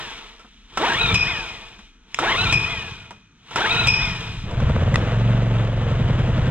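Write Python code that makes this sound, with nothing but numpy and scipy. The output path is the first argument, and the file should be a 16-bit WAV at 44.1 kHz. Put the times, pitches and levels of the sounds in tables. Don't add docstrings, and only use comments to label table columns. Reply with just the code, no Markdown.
import sys
import numpy as np
from scipy import signal
from scipy.fft import rfft, irfft
from scipy.io import wavfile
from scipy.ndimage import map_coordinates

SR = 44100
rng = np.random.default_rng(int(sys.argv[2]) if len(sys.argv) > 2 else 0)


def store_wav(level_fs):
    pcm = np.round(np.clip(np.atleast_2d(level_fs), -1, 1) * 32767)
    wavfile.write(sys.argv[1], SR, pcm.T.astype(np.int16))


N = 286797
TIME = np.arange(N) / SR

# bite_s, release_s, swell_s, rewind_s,
# coast_db_per_s, rocking_dies_db_per_s, cup_db, cup_overtones_db
PULLS = [(-.65, -.27, .05, 1.02, 70, 32, -36, 0), (.773, 1.143, .05, .98, 58, 26, -17.3, 2.5),
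         (2.188, 2.525, .042, .88, 38, 46, -18, -2.5), (3.559, 3.871, .012, 1.12, 8, 3, -17.3, 6.5)]
# hz, relative_db
CHURN = [(35, -19.5), (60, -2.5), (110, 0.5), (180, -5.5), (260, -17.5), (500, -38.5)]

SWELL_DB_PER_S = 185
CATCH_S, LOPE_S = 4.5, 5.93


def amp(db):
    return 10 ** (np.asarray(db) / 20)


def unit(x):
    return x / np.sqrt(np.mean(x ** 2) + 1e-20)


def read(points, hz):
    f, value = np.transpose(points)
    return np.interp(np.log(hz + 1), np.log(f + 1), value)


def follow(rows, t=TIME):
    s, *columns = np.transpose(rows)
    return [np.interp(t, s, c) for c in columns]


def add(mix, s, sound):
    at = round(s * SR)
    sound = sound[max(-at, 0):]
    part = mix[max(at, 0):][:len(sound)]
    part += sound[:len(part)]


def colour(x, points, size=4096):
    hz = abs(np.fft.fftfreq(size, 1 / SR)) + 1
    below = np.maximum(np.log2(points[0][0] / hz), 0)
    above = np.maximum(np.log2(hz / points[-1][0]), 0)
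    db = read(points, hz) - 24 * (below + above)
    log_gain = np.log(amp(np.maximum(db, -100)))
    taps = np.fft.ifft(np.exp(np.conj(signal.hilbert(log_gain)))).real[:size // 2]
    return signal.oaconvolve(x, taps / np.linalg.norm(taps))[:len(x)]


def drift(rate, size=N):
    knots = rng.standard_normal(4096)
    return map_coordinates(knots, [np.arange(size) * rate / SR], order=2, mode="wrap")


def resonate(x, hz, width):
    r = np.exp(-np.pi * width / SR)
    return 2 * signal.lfilter([1 - r], [1, -r * np.exp(2j * np.pi * hz / SR)], x).real


def ring(hz, t60, rise):
    t = TIME[:2 * SR]
    return np.sin(2 * np.pi * hz * t) * np.exp(-np.log(1000) * t / t60) * (1 - np.exp(-t / rise))


def grit(per_s, spread_db, smooth):
    sizes = amp(spread_db * np.minimum(rng.exponential(1, N), 4)) * rng.choice([-1, 1], N)
    impacts = unit(sizes * (rng.random(N) < per_s / SR))
    return unit(impacts + smooth * rng.standard_normal(N))


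def panels(x, ring_db):
    # hz, width_hz, relative_db
    panel_modes = [(348, 13, -6.3), (461, 18.5, -11), (659.6, 37, -3.5), (891, 21, -10), (1141, 13, -17),
                   (1315, 24, -10), (1780, 21, -17.5)]
    rung = sum(amp(db) * resonate(x, hz, width) for hz, width, db in panel_modes)
    return unit(unit(x) + amp(ring_db) * unit(rung))


def sing(hz, waver, flutter):
    turns = np.cumsum(hz * (1 + waver * drift(423.5, size=len(hz)))) / SR
    strength = np.maximum(1 + flutter * drift(171.8, size=len(hz)), 0)
    return unit(strength * np.sin(2 * np.pi * turns)) * signal.windows.tukey(len(hz), .05)


def tug(t):
    lag_s, width_s = .04, .07
    return np.exp(-((t - lag_s) / width_s) ** 2)


def reel_gain(slack_db, pull_db, tug_db, rewind_db, fall_db):
    gain = np.zeros(N)
    for bite, release, swell_s, rewind_s, *_ in PULLS:
        t, since = TIME - bite - swell_s, TIME - release
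        swell_db = SWELL_DB_PER_S * np.minimum(t, 0)
        slack = slack_db * (TIME < bite)
        pulling = pull_db + tug_db * tug(t) + swell_db + slack
        rewinding = rewind_db - fall_db * (since / rewind_s) ** 2
        gain += amp(np.where(since < 0, pulling, rewinding))
    return gain


def crank_gain():
    spin_db, spin_up_db_per_s, coast_db, settle_s = -21.5, 72, -27.5, .045
    gain = np.zeros(N)
    for bite, release, _, _, coast_db_per_s, *_ in PULLS:
        since = TIME - release
        rising = spin_db + spin_up_db_per_s * since + SWELL_DB_PER_S * np.minimum(TIME - bite, 0)
        settling = (spin_db - coast_db) * np.exp(-abs(since) / settle_s)
        coasting = coast_db + settling - coast_db_per_s * since
        gain += amp(np.where(since < 0, rising, coasting))
    return gain * np.exp(-np.maximum(TIME - CATCH_S, 0) / .4)


def brush_gain():
    # centre_s, half_length_s, relative_db
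    brushes = [(.56, .2, -59), (1.83, .08, -56), (3.38, .02, -69)]
    return sum(amp(db) * np.exp(-((TIME - s) / length) ** 2) for s, length, db in brushes)


def starter():
    # hz, relative_db
    rattle_tone = [(120, -26), (220, -2.5), (330, -4), (450, 1.5), (590, -12), (740, -4.5), (950, 3.5),
                   (1350, -1.5), (1800, -1.5), (2600, -7), (4000, -36.5)]
    hiss_tone = [(1000, -30), (1300, -9), (1700, -10), (2200, -0.5), (3100, 3.5), (3800, -.3),
                 (4450, -13.5), (5700, -14), (6800, -20), (7900, -20), (9000, -29.5), (10400, -29.5),
                 (11300, -37), (12500, -33.5), (14500, -42)]
    # slack_db, pull_db, tug_extra_db, rewind_db, rewind_fall_db
    rattle_levels = (-6, -29.3, 4.5, -34, 52)
    hiss_levels = (-3, -30.8, .5, -33.8, 47)
    rattle = panels(colour(grit(1500, 3, 0.98), rattle_tone), ring_db=-6) * amp(1.35 * drift(60))
    hiss = colour(grit(1800, 2.0, 0.89), hiss_tone) * amp(0.72 * drift(90))
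    churn = colour(grit(90, 3.36, 0.68), CHURN)
    hiss_gain = np.hypot(reel_gain(*hiss_levels), brush_gain())
    return rattle * reel_gain(*rattle_levels) + hiss * hiss_gain + churn * crank_gain()


def cord():
    # time_s, pitch_hz
    speeds = [
        [(.785, 420), (.82, 612), (.88, 1400), (.905, 1680), (.935, 1620), (.995, 2520), (1.045, 2520),
         (1.14, 2280)],
        [(2.2, 436), (2.225, 643), (2.27, 1478), (2.325, 2150), (2.348, 1800), (2.38, 2517), (2.447, 2720),
         (2.465, 2370), (2.52, 2520)],
        [(3.575, 714), (3.628, 1620), (3.648, 1473), (3.675, 2200), (3.728, 2566), (3.765, 2473), (3.8, 2610),
         (3.865, 2430)],
    ]
    # multiple_of_reel_pitch, relative_db
    rasp_parts = [(.5, -14.5), (1, -4.5), (2, -11), (3, -9), (4, -7.5), (5, -13)]
    pull_db, tug_db, tires_db_per_s = -25.3, .5, 6
    out = np.zeros(N)
    for rows, (bite, _, swell_s, *_) in zip(speeds, PULLS[1:]):
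        start = rows[0][0]
        s = np.arange(start, rows[-1][0], 1 / SR)
        hz, t = follow(rows, s)[0], s - bite - swell_s
        db = pull_db + tug_db * tug(t) - tires_db_per_s * t + SWELL_DB_PER_S * np.minimum(t, 0)
        tone = sing(hz, waver=0.019, flutter=0.7)
        upper = amp(-2 + 11 * np.log2(hz / 2500)) * sing(1.52 * hz, waver=0.0093, flutter=0.86)
        upper = upper / (1 + (hz / 2750) ** 24)
        reel_hz = .56 * hz
        reel = 0
        for k, part_db in rasp_parts:
            shut_in = 1 + (k * reel_hz / 3800) ** 20
            reel = reel + amp(part_db) * sing(k * reel_hz, waver=0.018, flutter=0.46) / shut_in
        add(out, start, amp(db) * (tone + upper + reel))
    return out


def rewind():
    # fastest_s, top_pitch_hz, level_db, spin_up_s, slowing_s
    rewinds = [(-.06, 2300, -38, .2, .15), (1.295, 2300, -32.5, .17, .11), (2.71, 2150, -35.5, .4, .25),
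               (4.035, 2280, -34.5, .23, .25)]
    # multiple_of_cord_pitch, relative_db
    strands = [(.33, -12), (.46, -8), (.58, -8), (.69, -6), (.85, -10), (1, 0), (1.6, -1)]
    lead_s, length_s, fade_db_per_s = .07, .5, 70
    out = np.zeros(N)
    for fastest, top_hz, db, spin_up_s, slowing_s in rewinds:
        t = np.arange(max(-lead_s, -fastest), length_s, 1 / SR)
        before, after = np.maximum(-t, 0), np.maximum(t, 0)
        hz = top_hz * (1 - before / spin_up_s) / np.sqrt(1 + after / slowing_s)
        gain = amp(db - fade_db_per_s * after) * (1 - (before / lead_s) ** 2)
        whine = sum(amp(part_db) * sing(k * hz, waver=.013, flutter=.55) for k, part_db in strands)
        add(out, fastest + t[0], gain * whine)
    return out


def cup():
    # hz, relative_db, t60_s
    cup_modes = [(2448, -.5, .95), (2504, -1, .97), (2690, -15, 0.5), (5046, -20.5, 0.9),
                 (5100, -23.5, 0.71), (5320, -23, 0.6), (5379, -22, .7), (5450, -27, .35),
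                 (5840, -30, 0.92), (7550, -46, .5), (10400, -52, .5), (12450, -43, .3)]
    out = np.zeros(N)
    for _, release, *_, db, overtones_db in PULLS:
        for hz, mode_db, t60 in cup_modes:
            overtone = hz > 2 * cup_modes[0][0]
            mode = ring(hz, t60, rise=.002)
            add(out, release, amp(db + mode_db + overtones_db * overtone) * mode)
    spun = np.arange(N) + 1.6 * drift(110)
    return map_coordinates(out, [spun], order=3) * amp(2.2 * drift(90) + 0.5)


def knocks():
    # time_s, body_relative_db, edge_relative_db, t60_s, ring_hz
    blows = [(0.394, -48, -51, 0.16, 1344), (0.446, -48, -61, 0.11, 224), (1.79, -46, -50, 0.12, 200),
             (2.145, -28, -17, 0.012, 3330), (3.107, -35, -41, 0.06, 952), (3.113, -45, -62, .2, 205),
             (3.51, -36.5, -42, 0.11, 1365), (4.51, -32, -41, 0.024, 980), (4.602, -24, -35, .025, 1050),
             (4.695, -25, -37, .02, 900), (4.763, -22, -39, 0.013, 1500), (4.942, -18, -28, 0.03, 1980),
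             (4.957, -17, -27, 0.016, 1900)]
    # body_relative_db, edge_relative_db, t60_s, ring_hz
    bite_blow = (-19.5, -24, .075, 1330)
    release_blow = (-24.5, -20, .085, 2640)
    # hz, relative_db
    body_tone = [(130, -3.5), (280, -3), (700, -2), (1000, 0.5), (1350, 0), (1900, -10), (2800, -24.5)]
    edge_tone = [(1400, -10), (2400, 3.5), (3400, 3), (4400, -15), (5300, -6), (6500, -13.5), (8000, -12),
                 (10000, -28.5), (13500, -31), (15000, -35)]
    body, edge, rings, t = np.zeros(N), np.zeros(N), np.zeros(N), TIME[:SR // 4]
    bites = [(bite, *bite_blow) for bite, *_ in PULLS]
    releases = [(release, *release_blow) for _, release, *_ in PULLS]
    for s, body_db, edge_db, t60, hz in bites + releases + list(blows):
        add(rings, s, amp(body_db + 3.5) * ring(hz, t60, rise=0.00045))
        fade = np.exp(-np.log(1000) * t / t60)
        add(body, s, amp(body_db) * fade * rng.standard_normal(len(t)))
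        add(edge, s, amp(edge_db) * fade * rng.standard_normal(len(t)))
    return colour(body, body_tone) + colour(edge, edge_tone) + rings


def grip_home():
    # hz, level_db, t60_s
    grip_modes = [(1250, -13, .01), (1950, -10, .01), (2550, -10.5, .009), (3400, -18, .007),
                  (5000, -25, .006)]
    out = np.zeros(N)
    for hz, db, t60 in grip_modes:
        add(out, 4.9582, amp(db) * ring(hz, t60, rise=.00006))
    return out


def compression():
    # main_puff_s, main_relative_db, earlier_relative_db
    strokes = [(1.04, -14.5, -22), (1.154, -12, -12), (2.444, -17, -14), (2.552, -12.5, -15),
               (3.758, -11.5, -25), (3.869, -15, -26), (4.462, -18, -28), (4.575, -9.5, -26)]
    gap_s = .033
    out = np.zeros(N)
    puff = amp(3) * ring(124.6, 0.051, rise=0.0037)
    for s, main_db, early_db in strokes:
        add(out, s, amp(main_db) * puff)
        add(out, s - gap_s, amp(early_db) * puff)
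    return out


def firings(cycles):
    # delay_s, hz, t60_s, relative_db
    firing_modes = [(0, 205, 0.056, -2), (.003, 263, 0.037, -14.5), (.012, 68.3, 0.066, -4.5),
                    (.016, 136, 0.056, 2), (.049, 92, .1, -2), (.068, 120.6, 0.1, -2)]
    # time_s, relative_db
    bark_levels = [(4.52, -7), (4.75, 5), (4.85, 1), (5.05, -1.5)]
    starts = np.flatnonzero(np.diff(np.floor(cycles)) > 0)
    fired = (TIME[starts] < LOPE_S) | (np.arange(len(starts)) % 2 == 0)
    chances = rng.standard_normal((len(starts), len(firing_modes) + 1))
    thumps, valve = np.zeros(N), np.zeros(N)
    for at, hard, chance in zip(starts, fired, chances):
        s = at / SR
        valve[at] = amp(.6 * chance[-1] + follow(bark_levels, s)[0] - 8 * (not hard))
        for (delay, hz, t60, db), luck in zip(firing_modes, chance):
            mode = ring(hz * (1 + .006 * luck), t60, rise=0.0085)
            add(thumps, s + delay - .013, hard * amp(db + .5 * luck) * mode)
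    return thumps / thumps[starts[0]:].std(), valve


def exhaust(thumps, cycles, even):
    # multiple_of_cycle_rate, relative_db
    orders_even = [(1, -19), (2, -17.5), (3, -8), (4, -23), (5, 4), (6, -7), (7, -24), (8, -5.5), (9, -21),
                   (10, -18), (11, -35), (12, -22.5)]
    orders = sum(amp(db + .4 * drift(8)) * np.cos(2 * np.pi * k * (cycles - .26)) for k, db in orders_even)
    rumble = colour(rng.standard_normal(N), CHURN)
    return np.sqrt(1 - even) * thumps + np.sqrt(even) * unit(orders) + amp(-20) * rumble


def clatter(cycles, even):
    # hz, relative_db
    clatter_tone = [(260, -0.5), (340, -5), (480, -2.5), (650, -6.5), (820, -9), (930, -9.5), (1400, -10),
                    (2200, -15), (3000, -15.5), (3800, -22.5), (4400, -34.5), (7600, -40), (10000, -54.5),
                    (13500, -59.5)]
    each_cycle = 0.75 * np.cos(2 * np.pi * (cycles + 0.043))
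    every_second = 0.77 * (1 - even) * np.cos(np.pi * (cycles + 0.14))
    return panels(colour(grit(1400, 2.6, 1.0), clatter_tone), ring_db=-15.5) * amp(each_cycle + every_second)


def engine():
    # time_s, cycles_per_s
    cycle_rate = [(4.5, 7.57), (4.66, 13.3), (4.8, 17.27), (4.95, 20.09), (5.15, 22.62), (5.35, 23.62),
                  (5.55, 22.56), (5.8, 22.21), (6.05, 21.23), (6.25, 21.01), (6.5, 21.62)]
    # time_s, exhaust_relative_db, clatter_relative_db
    running = [(4.4, -22, -41), (4.54, -28, -38), (4.63, -16.5, -34), (4.8, -19, -33), (4.98, -19.5, -33.5),
               (5.09, -27, -30.5), (5.17, -21.5, -34), (5.33, -17.5, -33), (5.47, -22, -35),
               (5.6, -21.5, -33), (5.7, -26.5, -36.5), (5.9, -24.5, -33), (5.99, -18, -34),
               (6.5, -17.5, -33)]
    # time_s, share_0_to_1
    evenness = [(4.4, 0.05), (5.0, 0.17), (5.2, 0.91), (5.65, 0.74), (5.88, 0.1), (5.98, 0.06), (6.5, 0)]
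    # hz, relative_db
    bark_tone = [(250, -17), (380, -8.5), (490, 4.5), (650, -0.5), (800, -14), (1300, -16.5)]
    exhaust_db, clatter_db = follow(running)
    even = np.clip(follow(evenness)[0], 0, 1)
    alive = np.clip((TIME - 4.42) / 0.09, 0, 1)
    cycles = np.cumsum(follow(cycle_rate)[0] * (TIME >= CATCH_S)) / SR - .23
    thumps, valve = firings(cycles)
    blast = exhaust(thumps, cycles, even) * amp(exhaust_db + .5)
    shake = amp(-27.5) * np.cos(4 * np.pi * (cycles - .26))
    shake = shake + amp(-31) * (1 - even) * np.cos(3 * np.pi * cycles)
    bark = colour(np.roll(valve, -SR // 1000), bark_tone) * amp(-2.7)
    gear = clatter(cycles, even) * amp(clatter_db + 2.6)
    return alive * (blast + shake + gear) + bark


def rocking():
    peak_db, rise_db_per_s, brush_db = -35, 44, 7
    gain = np.zeros(N)
    for bite, release, _, _, _, dies_db_per_s, *_ in PULLS:
        since = TIME - release
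        slope = np.where(since < 0, rise_db_per_s, -dies_db_per_s)
        gain += amp(peak_db + slope * since + SWELL_DB_PER_S * np.minimum(TIME - bite, 0))
    sway = unit(resonate(resonate(rng.standard_normal(N), 36, 18), 36, 18))
    return sway * np.hypot(gain, amp(brush_db) * brush_gain())


def yard():
    # hz, relative_db
    yard_tone = [(30, -1), (100, -18), (215, 1), (400, -18), (700, -36), (1300, -13.5), (2500, -24),
                 (3700, -26.5), (4800, -40), (5600, -38), (6000, -22), (6500, -37), (7500, -38),
                 (10000, -64), (14000, -78)]
    return amp(-59) * colour(rng.standard_normal(N), yard_tone)


def scene():
    # hz, likeness_0_to_1
    likeness = [(120, .996), (250, .975), (500, .94), (1000, .91), (2400, .95), (4000, .88), (8000, .8),
                (14000, .85)]
    # hz, left_minus_right_db
    lean = [(100, .5), (760, -.5), (1770, 1.5), (2500, 4), (3600, 1), (5200, -3), (6500, -8), (9000, -15),
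            (12000, -5), (15000, -4)]
    # hz, left_leads_rad
    lead = [(0, 0), (2580, -.9), (4130, -2), (5860, -2.6), (7320, -3), (11800, -5.2), (14500, -7)]
    pulled = starter() + cord() + rewind() + cup() + knocks() + grip_home() + compression()
    direct = rfft(pulled + engine() + rocking() + yard())
    t = TIME[:SR // 4]
    taps = rng.standard_normal(len(t)) * np.exp(-np.log(1000) * t / .18)
    scatter = direct * rfft(taps / np.linalg.norm(taps), N)
    bins = np.fft.rfftfreq(N, 1 / SR)
    same = np.clip(read(likeness, bins), 0, 1)
    near, far = np.sqrt((1 + same) / 2), np.sqrt((1 - same) / 2)
    left = amp(read(lean, bins) / 2) * np.exp(.5j * np.interp(bins, *np.transpose(lead)))
    right = 1 / left
    centre = np.hypot(near * abs(left + right), far * abs(left - right)) / 2
    ports = [left * (near * direct + far * scatter), right * (near * direct - far * scatter)]
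    return irfft(np.array(ports) / centre, N)


def record(dry):
    low_pass = signal.firwin(511, 14950, window=("kaiser", 9), fs=SR)
    return signal.oaconvolve(dry, low_pass[None], "same")


dry = scene()
out = record(dry)
store_wav(out)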